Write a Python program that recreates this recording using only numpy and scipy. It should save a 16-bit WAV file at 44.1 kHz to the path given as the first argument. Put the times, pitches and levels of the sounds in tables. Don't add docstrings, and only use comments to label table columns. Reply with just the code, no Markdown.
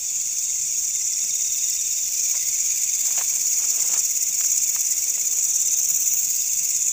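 import sys
import numpy as np
from scipy import signal
from scipy.fft import rfft, irfft
from scipy.io import wavfile
from scipy.ndimage import uniform_filter1d

SR = 44100
rng = np.random.default_rng(int(sys.argv[2]) if len(sys.argv) > 2 else 0)


def generate_wav(sig):
    pcm = np.round(np.clip(np.atleast_2d(sig).T, -1, 1) * 32767).astype(np.int16)
    wavfile.write(sys.argv[1], SR, pcm)


N = 305172


def gain_of(db):
    return 10 ** (np.asarray(db) / 20)


def evened(x):
    return x / np.sqrt(np.mean(x ** 2) + 1e-20)


def add(mix, s, sound):
    part = mix[round(s * SR):][:len(sound)]
    part += sound[:len(part)]


def curves(rows, t):
    s, *columns = np.transpose(rows)
    return [np.interp(t, s, c) for c in columns]


def coloured(x, points):
    f, db = np.transpose(points)
    hz = np.fft.rfftfreq(len(x), 1 / SR)
    weight_db = np.interp(np.log(hz + 1), np.log(f), db, -120, -120)
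    return evened(irfft(rfft(x) * gain_of(weight_db), len(x)))


def resonate(x, hz, width_hz):
    turn = np.exp(2j * np.pi * np.cumsum(hz * np.ones(len(x))) / SR)
    r = np.exp(-np.pi * width_hz / SR)
    smooth = signal.lfilter([(1 - r) ** 2], [1, -2 * r, r * r], x / turn)
    return 2 * (turn * smooth).real


def wander(per_s):
    steps = round(N / SR * per_s) + 2
    return evened(np.interp(np.arange(N) / SR * per_s, np.arange(steps), rng.standard_normal(steps)))


def teeth(per_s, spread_db):
    slips = rng.random(N) < per_s / SR
    sign = rng.choice([-1., 1.], N)
    force = gain_of(spread_db * np.minimum(rng.exponential(1, N), 4))
    return slips * sign * force


def burst(turns, start, rise, fall, steep=1.74):
    since = (turns - start) % 1
    return (1 - np.exp(-since / rise)) * np.exp(-(since / fall) ** steep)


def patchy(x, db, size, bins, frames):
    z = signal.stft(x, nperseg=size)[2]
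    patches = uniform_filter1d(rng.standard_normal(z.shape), bins, 0)
    patches = evened(uniform_filter1d(patches, frames, 1))
    coloured_x = signal.istft(z * gain_of(db * patches), nperseg=size)[1][:N]
    return coloured_x / gain_of(db ** 2 * np.log(10) / 20)


def pips(turns, strokes, length, hz, fall_hz, spread_hz, bed_hz, bed):
    gate = sum(gain_of(db) * burst(turns, s, 0.049, length) for s, db in strokes)
    since = np.min([(turns - s) % 1 for s, _ in strokes], 0)
    pitch_hz = hz - fall_hz * (since / length - .5) + spread_hz * wander(12)
    tone = np.sin(2 * np.pi * np.cumsum(pitch_hz) / SR)
    note = evened(gate * gain_of(1.15 * wander(40)) * tone)
    smear = evened(resonate(rng.standard_normal(N), hz, bed_hz))
    return evened(note + bed * smear)


SKIP_AT_S, SKIPPED_S = 2.03, .0215


def song_clock():
    t = np.arange(N) / SR
    return t + SKIPPED_S * (t > SKIP_AT_S)


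KATYDID_PER_S = 17.3
# time in seconds, lag in cycles.
KATYDID_LAG = [(0, 0.37), (1.2, 0.034), (1.6, -0.069), (2.05, -0.088), (2.9, 0.016), (3.6, 0), (4.4, 0.12),
               (5.2, 0.151), (6, 0.1), (6.6, -0.037), (6.95, 0.012)]
# start in cycles, closing scrape in dB, lower return scrape in dB.
STROKES = [(0.799, -4.5, 1.5), (0.0843, 2, -1), (0.361, 4, 5.5)]
# time in seconds, chorus level in dB, presence of the near singer from 0 to 1.
WALK = [(0, -26, .12), (.23, -24, 0.53), (.7, -24, .2), (1.4, -23.5, 0.5), (2.1, -23.5, 0.5),
        (2.7, -22.5, 0.48), (3, -22.5, 0.85), (3.22, -21.5, 0.49), (3.9, -21.5, 0.82), (4.14, -22.5, .9),
        (4.6, -21.5, .9), (5.2, -22.5, 0.77), (5.52, -21.5, 0.94), (6, -21.5, .8), (6.44, -23.4, 0.53),
        (6.7, -22, .78), (6.95, -21.5, .8)]
# time in seconds, treble in dB, low wing hum in dB,
# return scrape in dB, lower wing edge in dB.
PARTS = [(0, -14, -30.5, -16, -18), (1.1, -15.5, -29, -8.5, -22.5), (2.05, -10, -31.5, -10, -18.5),
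         (2.3, -11, -25, -9, -17), (2.75, -11.5, -23, -18, -18), (3.1, -10.5, -27, -21, -18),
         (3.6, -11, -29, -10.5, -19.5), (4.2, -9.5, -28.5, -10.5, -22), (5.15, -9, -28, -14, -19.5),
         (5.7, -12.5, -34.5, -5, -27), (6, -6, -33, -7.5, -27), (6.4, -6, -30.5, -18, -15.5),
         (6.95, -15, -30, -19, -23.5)]
# time in seconds, pitch in Hz.
RETURN_HZ = [(0, 5930), (1.8, 5820), (5.2, 5790), (5.6, 6110), (6.2, 6200), (6.95, 5850)]
# frequency in Hz, relative weight in dB.
WING = [(4400, -52), (5000, -37.5), (5450, -13.5), (6000, -4.5), (6800, 2.5), (7400, -2), (8100, -11),
        (9200, -26), (11500, -33.5)]
UPPER = [(7500, -35), (8800, 1), (10500, -4), (12500, -3), (14000, -31)]
FIZZ = [(9000, -58), (11000, -14), (12200, -17), (13200, -5.5), (14200, -1), (15000, 3), (15600, 12.5)]
LOWER = [(2800, -29), (3200, -16), (3900, -14.5), (4400, -2.5), (5000, 1.5), (5500, 4.5), (6000, -24)]
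UPPER_DB, UPPER_NEAR_DB = -26, 7.0


def katydids():
    t = song_clock()
    level_db, near = curves(WALK, t)
    treble_db, hum_db, return_db, lower_db = curves(PARTS, t)
    near = np.clip(near, 0, 1)
    turns = KATYDID_PER_S * t - curves(KATYDID_LAG, t)[0]
    force = gain_of(.6 * wander(55))

    def stroked(column, delay, *shape):
        return force * sum(gain_of(row[column]) * burst(turns, row[0] + delay, *shape) for row in STROKES)

    def with_far(share, scrape):
        near_part = np.sqrt(np.clip(share, 0, 1)) * evened(scrape)
        return near_part + np.sqrt(np.clip(1 - share, 0, 1)) * rng.standard_normal(N)

    closing = stroked(1, -0.02, 0.18, 0.2, 1.87)
    wing = coloured(with_far(0.71 * near, closing * teeth(16000, 0.48)), WING)
    returning = stroked(2, 0.12, 0.17, 0.2, 4.5) * teeth(16000, 0.88)
    return_scrape = evened(resonate(returning, curves(RETURN_HZ, t)[0], 690))

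    edge = stroked(1, 0, 0.014, 0.24, 1.0)
    upper = coloured(with_far(near, edge * teeth(12000, 1.2)), UPPER)
    fizz = coloured(with_far(1.2 * near, edge * teeth(9000, 2.7)), FIZZ)
    lower = coloured(with_far(1.4 * near, edge * teeth(12000, 1.1)), LOWER)

    hum_strokes = [(s, 1.9 * db) for s, db, _ in STROKES]
    hum = pips(turns - .01, hum_strokes, length=0.14, hz=2240, fall_hz=110, spread_hz=90, bed_hz=520, bed=0.79)

    rasp = wing + gain_of(return_db) * return_scrape
    rasp += gain_of(UPPER_DB + UPPER_NEAR_DB * near) * upper
    rasp += gain_of(treble_db) * fizz + gain_of(lower_db) * lower
    return gain_of(level_db) * rasp, gain_of(level_db + hum_db) * hum


TRILL_PER_S = 18.55
# time in seconds, lag of the trill in cycles,
# trilling cricket in dB, far chirping crickets in dB.
CRICKETS = [(0, 0.051, -51, -50), (1.1, .045, -50.5, -52), (1.8, 0.033, -47, -50), (2.4, 0.047, -49.5, -51),
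            (3.1, -0.0072, -47.5, -48), (3.6, -0.11, -48.5, -53), (4.8, -0.11, -49, -52),
            (5.6, -.02, -49.5, -49), (6, .08, -48.5, -50), (6.4, 0.1, -47.5, -53), (6.95, .08, -49, -50)]
# start in cycles, level in dB.
TRILL = [(.04, -21), (.45, -3), (.74, 11)]


def crickets():
    t = song_clock()
    lag, trill_db, far_db = curves(CRICKETS, t)
    turns = TRILL_PER_S * t - lag
    flicker = gain_of(0.5 * wander(45))
    far = evened(resonate(rng.standard_normal(N) * flicker, 3560, 420))
    trill = pips(turns, TRILL, length=0.16, hz=2600, fall_hz=200, spread_hz=60, bed_hz=680, bed=1.55)
    return gain_of(trill_db) * trill, gain_of(far_db) * far


# frequency in Hz, relative weight in dB.
AIR = [(12, -20), (20, 4), (40, -3.5), (90, -4.5), (280, -19), (390, -11.5), (600, -11.5), (1500, -21),
       (2000, -31), (2600, -50), (4400, -90)]
AIR_DB = -58.5
# time in seconds, pitch in Hz, level in dB.
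DRONE = [(0, 100, -60), (1.5, 103, -60), (2.5, 135, -61.5), (4, 153, -61.5), (5.8, 144, -61.5),
         (6.92, 144, -61.5)]


def air():
    hz, db = curves(DRONE, np.arange(N) / SR)
    drone = gain_of(db) * evened(resonate(rng.standard_normal(N), hz, 150))
    return gain_of(AIR_DB) * coloured(rng.standard_normal(N), AIR) + drone


# time in seconds, level in dB.
RUSTLE = [(0, -65), (1.9, -65), (3.5, -58), (6, -57), (6.5, -64.5), (6.95, -60)]
# middle in seconds, half length in seconds, level in dB.
SCUFFS = [(2.4, .15, -71), (3.186, 0.19, -57), (3.645, .06, -55), (3.803, 0.074, -46.5), (3.94, 0.052, -43)]
# frequency in Hz, relative weight in dB.
LITTER = [(120, -15), (300, -4), (800, 1.5), (1600, -4), (3000, -1), (6000, -14)]
# start in seconds, crack in dB, scrunch in dB,
# ring of the wood in Hz, scrunch decay in seconds.
SNAPS = [(1.239, -44, -53, 525, 0.013), (2.341, -45, -49, 1100, .01), (2.349, -47, -47, 790, 0.017),
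         (3.056, -44, -47, 1660, .006), (3.082, -44, -49, 805, .012), (3.106, -31, -47, 1190, .0077),
         (3.156, -36, -50, 1310, 0.0095), (3.176, -31, -36.5, 820, 0.019), (3.205, -44, -44, 1900, .006),
         (3.2113, -21, -35.5, 960, .0072), (3.323, -42, -50, 1000, .005), (3.362, -49, -50, 830, .01),
         (3.597, -37, -46, 1340, .008), (3.636, -39, -48, 1440, .011), (3.9395, -22, -44.5, 1350, .024),
         (4.4103, -19, -41, 1656, .0044), (4.4445, -23, -50, 1460, .004), (4.748, -45, -45, 808, 0.0044),
         (4.7625, -23, -40.5, 1220, 0.0054), (5.177, -33, -47, 885, .0086), (5.332, -40, -58, 603, 0.0083),
         (5.558, -38, -52, 500, .0085), (5.788, -45, -50, 805, 0.0082), (5.898, -46, -52, 619, 0.018)]
CRACK_OVER_RING = 1.46


def footfalls():
    snaps, u, t = np.zeros(N), np.arange(4000) / SR, np.arange(N) / SR
    grits = rng.standard_normal((len(SNAPS), len(u)))
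    for (s, crack_db, scrunch_db, hz, decay_s), grit in zip(SNAPS, grits):
        swing = CRACK_OVER_RING * hz * u - 1
        crack = np.sin(2 * np.pi * swing) * np.exp(-(swing / 0.41) ** 2)
        ring = evened(resonate(grit, hz, 480))
        crunch = 1.75 * evened(resonate(grit, 1840, 3000))
        fade = np.exp(-u / max(decay_s, .001)) * (1 - np.exp(-u / 0.00093))
        add(snaps, s, gain_of(crack_db) * crack + gain_of(scrunch_db) * (ring + crunch) * fade)

    level = gain_of(curves(RUSTLE, t)[0])
    level = level + sum(gain_of(db) * np.exp(-((t - s) / half_s) ** 2) for s, half_s, db in SCUFFS)
    uneven = gain_of(1.1 * wander(30))
    return snaps + level * uneven * coloured(teeth(1800, 3.7), LITTER)


# first note in seconds, last note in seconds,
# approximate gap between notes in seconds, softest note peak in dB.
CHIRPS = [(1.207, 1.207, .047, -44), (1.299, 1.718, .0466, -41), (1.778, 1.97, .064, -41),
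          (2.239, 2.481, .0484, -47), (2.699, 2.699, .047, -45), (2.922, 2.922, .047, -43),
          (3.706, 3.706, .047, -46), (3.944, 3.944, .047, -46), (4.312, 4.312, .047, -43),
          (5.647, 5.744, .0485, -44), (6.396, 6.396, .047, -45), (6.73, 6.73, .047, -47)]


def chirps():
    out, u = np.zeros(N), np.arange(round(0.032 * SR)) / SR
    notes = []
    for first, last, gap, db in CHIRPS:
        count = round(abs(last - first) / gap) + 1
        notes += [(s, db) for s in np.linspace(first, last, count)]
    for (s, db), (tune, turn, force) in zip(notes, rng.random((len(notes), 3))):
        hz = (3860 - 11500 * u) * (1 + 0.019 * (tune - .5))
        tone = np.sin(2 * np.pi * (np.cumsum(hz) / SR + turn))
        note = gain_of(db + 3.0 * force) * signal.windows.tukey(len(u), .8) * tone
        add(out, s, note)
        add(out, s + 0.014, 0.21 * note)
    return out


# start in seconds, end in seconds, pitch in Hz, level in dB.
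HOOTS = [(2.06, 2.31, 512, -62), (3.2, 4., 487, -64.5), (5.0, 5.464, 463, -59.5), (5.5, 6.396, 468, -68)]


def hoots():
    out = np.zeros(N)
    for s, end_s, hz, db in HOOTS:
        u = np.arange(round((end_s - s) * SR)) / SR
        husk = evened(resonate(rng.standard_normal(len(u)), hz, 40))
        swell = signal.windows.tukey(len(u), .4)
        add(out, s, gain_of(db) * swell * (np.sin(2 * np.pi * hz * u) + 0.32 * husk))
    return out


def scene():
    rasp, hum = katydids()
    trill, far = crickets()
    singers = patchy(rasp + far, 0.89, size=512, bins=5, frames=10)
    bed = patchy(singers + air(), 3.56, size=2048, bins=1, frames=2)
    notes = patchy(hum + trill, 1.5, size=256, bins=2, frames=8)
    return (bed + notes + footfalls() + chirps() + hoots())[None]


EDGE_HZ = 15490


def record(dry):
    low_pass = signal.firwin(1023, EDGE_HZ, window=("kaiser", 9), fs=SR)
    return signal.oaconvolve(dry, low_pass[None], "same")


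dry = scene()
out = record(dry)
generate_wav(out)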